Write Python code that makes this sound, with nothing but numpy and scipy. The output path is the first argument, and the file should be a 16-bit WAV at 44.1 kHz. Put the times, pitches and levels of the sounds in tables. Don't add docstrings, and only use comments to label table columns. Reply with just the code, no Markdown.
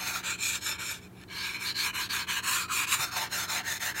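import sys
import numpy as np
from scipy import signal
from scipy.fft import rfft, irfft, next_fast_len
from scipy.io import wavfile
from scipy.ndimage import uniform_filter1d, map_coordinates

SR = 44100
rng = np.random.default_rng(int(sys.argv[2]) if len(sys.argv) > 2 else 0)


def inscribe(sig):
    pcm = np.round(np.clip(np.atleast_2d(sig).T, -1, 1) * 32767)
    wavfile.write(sys.argv[1], SR, pcm.astype(np.int16))


N = 176400
TIME = np.arange(N) / SR
FFT_SIZE = next_fast_len(N + SR // 2)
FREQS = np.arange(FFT_SIZE // 2 + 1) * SR / FFT_SIZE

# start_s, end_s, rasp_db, ring_db, hiss_db, rasp_crest_fraction, treble_crest_fraction
STROKES = [(-0.08, 0.225, -36, -40.5, -37.5, 0.65, 0.64), (0.224, 0.376, -33.5, -40.5, -36.5, 0.36, 0.42),
           (0.373, 0.606, -34, -38, -32.5, 0.42, 0.46), (0.602, 0.778, -36.5, -40, -36, 0.58, 0.39),
           (0.775, 1.004, -37.5, -44.5, -38.5, 0.3, 0.39), (0.98, 1.085, -55.5, -64, -61, 0.77, 0.67),
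           (1.112, 1.247, -53, -63.5, -68, 0.88, 0.8), (1.274, 1.606, -36.5, -41, -45.5, 0.66, 0.58),
           (1.586, 1.739, -36.5, -43, -40.5, 0.51, 0.5), (1.737, 1.919, -32.5, -39, -36.5, 0.68, 0.56),
           (1.926, 2.087, -33.5, -40.5, -38.5, 0.28, 0.4), (2.088, 2.263, -33.5, -39.5, -37.5, 0.39, 0.35),
           (2.265, 2.418, -31.5, -38.5, -36.5, 0.51, 0.49), (2.418, 2.675, -31, -37, -31.5, 0.47, 0.4),
           (2.676, 2.863, -29, -37, -32, 0.61, 0.59), (2.863, 3.117, -31, -34.5, -30, 0.29, 0.32),
           (3.107, 3.292, -33.5, -38, -36.5, 0.4, 0.38), (3.291, 3.478, -35, -38.5, -34.5, 0.52, 0.5),
           (3.472, 3.628, -32.5, -36.5, -34.5, 0.57, 0.42), (3.625, 3.791, -35, -40.5, -35.9, 0.45, 0.58),
           (3.792, 3.939, -33.5, -40, -35, 0.48, 0.39), (3.937, 4.08, -32.5, -43, -35.5, 0.54, 0.56)]
# start_s, seat_index (0 edge, 1 near end, 2 whole face, 3 overhanging)
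SEATS = [(-1, 3), (.225, 0), (1.28, 1), (2.42, 2), (3.0, 3)]
# frequency_hz, gain_db
EDGE_EQ = [(300, -19.5), (620, -8.5), (760, -30), (900, -5.5), (1150, -5), (1400, 3), (1750, 3),
           (2090, -13.5), (2300, -1), (2900, -0.5), (4300, 4.5), (4950, -9), (6000, -7.5), (8200, -10),
           (10300, -18), (12200, -15.5), (16000, -18.5)]
NEAR_END_EQ = [(300, -12.5), (800, -19), (930, 2), (1100, 0.5), (1600, -1), (1950, -4), (2250, 1.5),
               (2720, -1.5), (2950, 6), (3400, -3.5), (4500, -4), (4950, -18.5), (6200, -2), (9800, -11.5),
               (10400, -15), (12200, -12), (16000, -13)]
FACE_EQ = [(300, -11), (800, -11.5), (1000, 0.5), (1250, 7.5), (1950, 2), (2900, 3), (3400, -7),
           (4400, -4.5), (5050, -18), (6500, -19.5), (9600, -19), (10400, -23.5), (13700, -21),
           (16000, -28)]
OVERHANG_EQ = [(300, -17.5), (480, -4), (680, 6), (1100, 5), (1600, 11), (2850, 7.5), (3300, 3), (3700, 8),
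               (4300, 6.5), (5000, -0.5), (5650, -4), (6300, 5.5), (8000, -4), (10400, -8.5), (12300, -8),
               (16000, -5.5)]
# pitch_hz, width_hz, edge_db, near_end_db, face_db, overhang_db
PLATE_MODES = [(900, 19, 5.5, 1, -6.5, 8.5), (1037, 130, -2, 4.4, 9.5, 1), (1642, 82, 1, 13.7, 6, -14.5),
               (4130, 160, 9, 13.5, 2.5, 7.5), (7230, 600, 11.5, 1.8, 10.5, 1.5)]
# time_s, pitch_hz, gain_db
PLATE_BENDING = [(0, 2430, -3), (.5, 2434, 15.5), (.65, 2290, 3.5), (1.3, 2320, 11.5), (1.8, 2340, 10.5),
                 (2.05, 2540, -9.5), (2.6, 2486, 11.5), (2.92, 2480, 15.5), (3.08, 2360, -11),
                 (4, 2300, -31)]
# pitch_hz, width_hz, boost_db
STONE_MODES = [(3634, 51, 10), (5320, 63, 18.5), (9160, 320, 6), (11450, 110, 15)]
# time_s, gain_db
STONE_FREEDOM = [(0, 3), (.35, -16), (.7, 5.5), (1.5, 0.5), (2.2, -2.5), (2.6, -16), (2.95, -15), (3.05, 3),
                 (3.42, -1.5), (3.6, -12), (4, -0.5)]
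# time_s, pitch_hz, gain_db
HOLLOW_NOTE = [(0, 1500, -17), (.15, 1290, 16), (.3, 1280, -13), (.45, 1400, -60), (2.5, 1460, -18),
               (2.7, 1290, 23), (2.85, 1100, -40), (3.0, 1360, 3), (3.12, 1310, 14), (3.18, 930, 5),
               (3.24, 950, 1), (3.33, 1500, -3), (3.5, 1280, 14.5), (3.57, 900, -29), (3.65, 1740, 10),
               (3.85, 1800, 4), (4, 1600, 3)]
# delay_ms, sweep_per_stroke_ms, gain
EDGE_ECHOES = [(.55, .13, .36), (1.0, -.2, .33), (1.7, .22, .28)]
# middle_s, length_s, pitch_hz, level_db
SQUEAKS = [(1.414, 0.16, 4450, -42), (1.689, 0.091, 4170, -32.5), (1.802, 0.13, 4286, -32.5),
           (2.037, 0.075, 4210, -36.5), (2.116, 0.056, 4340, -35.5), (2.214, 0.065, 4280, -38.5),
           (2.54, 0.04, 4330, -38), (2.616, 0.12, 4440, -44)]
# start_s, level_db
GRAIN_CRACKS = [(1.214, -46.5), (1.236, -48.5), (2.163, -33), (2.995, -54)]
# frequency_hz, gain_db
ROOM_TONE_EQ = [(15, -45), (25, -18.5), (86, -2), (146, -12.5), (186, -6), (213, -15), (363, -5.5),
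                (588, -22.5), (637, -16.5), (2070, -24), (2430, -26), (4150, -30), (4870, -50), (7090, -42),
                (15000, -59)]
# pitch_hz, level_db
HUM_PARTIALS = [(95, -61.5), (120, -59), (183, -58.5), (241, -64.5), (301, -65.5)]


def rubbing(body, rasp_top_hz=3200, hiss_from_hz=5600):
    above_rasp, above_ring = (1 / (1 + (hz / (FREQS + 1)) ** 16) for hz in (rasp_top_hz, hiss_from_hz))
    bands = (1 - above_rasp, above_rasp - above_ring, above_ring)
    rasp, ring, hiss = (levelled(band_filter(body, band)) for band in bands)
    out = np.zeros(N)
    for start, end, rasp_db, ring_db, hiss_db, rasp_crest, treble_crest in STROKES:
        low_drag, high_drag = friction(start, end, rasp_crest), friction(start, end, treble_crest)
        out += from_db(rasp_db) * rasp * low_drag ** 0.84
        out += from_db(ring_db) * ring * high_drag ** 0.93
        out += from_db(hiss_db) * hiss * high_drag ** 1.385
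    return out


def friction(start, end, crest, knee=0.82, creep=0.025):
    moving = (TIME >= start) & (TIME < end)
    drag = np.tanh(knee * swell(start, end, crest)) / np.tanh(knee)
    return np.maximum(drag, creep * moving)


def grit(grains_per_s=9000, spread_db=2.2, slurry_db=3.5):
    sizes = from_db(spread_db * np.minimum(rng.exponential(1, N), 5)) * rng.choice([-1, 1], N)
    grains = unit_rms(sizes * (rng.random(N) < grains_per_s / SR))
    slurry = from_db(slurry_db) * rng.standard_normal(N)
    judder_db = 0.6 * drift(rate_hz=53)
    pressure_db = 2.05 * drift(rate_hz=12.3)
    return unit_rms((grains + slurry) * from_db(judder_db + pressure_db))


def edge_echoes(x, above_hz=2600, wander_ms=0.05):
    travel = 0
    for k, (start, end, *_) in enumerate(STROKES):
        travel += (-1) ** k * (1 - np.cos(np.pi * progress(start, end))) / 2
    treble = signal.sosfilt(signal.butter(2, above_hz, "high", fs=SR, output="sos"), x)
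    for delay_ms, sweep_ms, gain in EDGE_ECHOES:
        lag = (delay_ms + sweep_ms * travel + wander_ms * drift(rate_hz=2)) * SR / 1000
        x = x + gain * map_coordinates(treble, [np.arange(N) - lag], order=3)
    return x


def plate(force, crossfade_s=0.064):
    starts, seats = np.transpose(SEATS)
    seat_now = seats[np.searchsorted(starts, TIME) - 1]
    out = np.zeros(N)
    for seat, contact_eq in enumerate((EDGE_EQ, NEAR_END_EQ, FACE_EQ, OVERHANG_EQ)):
        modes = mode_boosts((hz, width, boosts[seat]) for hz, width, *boosts in PLATE_MODES)
        fader = uniform_filter1d(1. * (seat_now == seat), int(crossfade_s * SR))
        out += fader * causal_filter(force, eq_curve(contact_eq) * modes)
    return out + gliding_resonance(out, PLATE_BENDING, width_hz=170)


def whetstone(drive):
    freedom_db, = automation(STONE_FREEDOM)
    ring = causal_filter(drive, mode_boosts(STONE_MODES)) - drive
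    return from_db(freedom_db) * ring


def hollow_note(drive):
    return gliding_resonance(drive, HOLLOW_NOTE, width_hz=240)


def chatter(roughness_hz=330):
    wobble = drift(roughness_hz) + 1j * drift(roughness_hz)
    out = np.zeros(N)
    for middle, length, hz, db in SQUEAKS:
        squeak = np.real(wobble * np.exp(2j * np.pi * hz * TIME))
        out += from_db(db) * swell(middle - length / 2, middle + length / 2, crest=0.49) * squeak
    return out


def water_whistle(start_s=1.11, end_s=1.23, pitch_hz=10640, rise_hz=453, level_db=-63):
    arch = swell(start_s, end_s, crest=0.89)
    hz = pitch_hz + rise_hz * arch + 110 * drift(rate_hz=400)
    return from_db(level_db) * arch * np.sin(2 * np.pi * np.cumsum(hz) / SR)


def grain_cracks(body):
    return levelled(body) * sum(from_db(db) * decay(start, decay_s=0.0027) for start, db in GRAIN_CRACKS)


def stone_bump(start_s=2.992, pitch_hz=130, level_db=-41):
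    tone = np.sin(2 * np.pi * pitch_hz * (TIME - start_s))
    return from_db(level_db) * decay(start_s, decay_s=0.03) * tone


def room_reverb(x, level_db=-12.5, t60_s=0.082, predelay_s=0.004):
    tail = rng.standard_normal(N) * from_db(-60 * TIME / t60_s) * (TIME > predelay_s)
    return from_db(level_db) * signal.fftconvolve(x, tail / np.linalg.norm(tail))[:N]


def room_tone(rumble_db=-52.5, rolloff_hz=1500, hiss_db=-65.5):
    colour = eq_curve(ROOM_TONE_EQ) / np.hypot(1, FREQS / rolloff_hz)
    bed = from_db(rumble_db) * unit_rms(causal_filter(rng.standard_normal(N), colour))
    for hz, db in HUM_PARTIALS:
        bed += from_db(db) * np.sqrt(2) * np.sin(2 * np.pi * hz * TIME + 0.8 * drift(rate_hz=9.8))
    return bed + from_db(hiss_db) * rng.standard_normal(N)


def from_db(db):
    return 10 ** (np.asarray(db) / 20)


def unit_rms(x):
    return x / np.sqrt(np.mean(x ** 2) + 1e-20)


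def levelled(x):
    return x / np.sqrt(uniform_filter1d(x ** 2, size=4000) + 1e-12)


def progress(start, end):
    return np.clip((TIME - start) / (end - start), 0, 1)


def swell(start, end, crest):
    done, crest = progress(start, end), np.clip(crest, .1, .9)
    rise, fall = done * (1 - crest), crest * (1 - done)
    return np.abs(np.sin(np.pi * rise / (rise + fall)))


def decay(start, decay_s):
    return (TIME >= start) * np.exp(-np.maximum(TIME - start, 0) / decay_s)


def drift(rate_hz):
    return unit_rms(band_filter(rng.standard_normal(N), 1 / (1 + (FREQS / rate_hz) ** 2)))


def automation(rows):
    times, *columns = np.transpose(rows)
    return [np.interp(TIME, times, column) for column in columns]


def eq_curve(points):
    hz, db = np.transpose(points)
    return from_db(np.interp(np.log(FREQS + 1), np.log(hz), db))


def mode_boosts(modes):
    power = 1
    for hz, width_hz, db in modes:
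        detuning = (FREQS ** 2 - hz ** 2) / (width_hz * (FREQS + 1))
        power += max(from_db(db) ** 2 - 1, 0) / (1 + detuning ** 2)
    return np.sqrt(power)


def band_filter(x, gain):
    return irfft(rfft(x, FFT_SIZE) * gain, FFT_SIZE)[:N]


def causal_filter(x, gain):
    cepstrum = irfft(np.log(gain + 1e-6), FFT_SIZE)
    cepstrum[1:FFT_SIZE // 2] *= 2
    cepstrum[FFT_SIZE // 2 + 1:] = 0
    return irfft(rfft(x, FFT_SIZE) * np.exp(rfft(cepstrum)), FFT_SIZE)[:N]


def gliding_resonance(x, breakpoints, width_hz):
    hz, db = automation(breakpoints)
    carrier = np.exp(2j * np.pi * np.cumsum(hz) / SR)
    pole = np.exp(-np.pi * width_hz / SR)
    return from_db(db) * 2 * np.real(carrier * signal.lfilter([1 - pole], [1, -pole], x / carrier))


def scene():
    plate_ring = plate(edge_echoes(grit()))
    body = plate_ring + whetstone(plate_ring) + hollow_note(plate_ring)
    close = rubbing(body) + chatter() + water_whistle() + grain_cracks(body) + stone_bump()
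    return (close + room_reverb(close) + room_tone())[None]


def record(dry, low_cut_hz=32, high_cut_hz=15870):
    dry = signal.sosfilt(signal.butter(2, low_cut_hz, "high", fs=SR, output="sos"), dry)
    return signal.sosfiltfilt(signal.ellip(12, .05, 60, high_cut_hz, fs=SR, output="sos"), dry)


dry = scene()
out = record(dry)
inscribe(out)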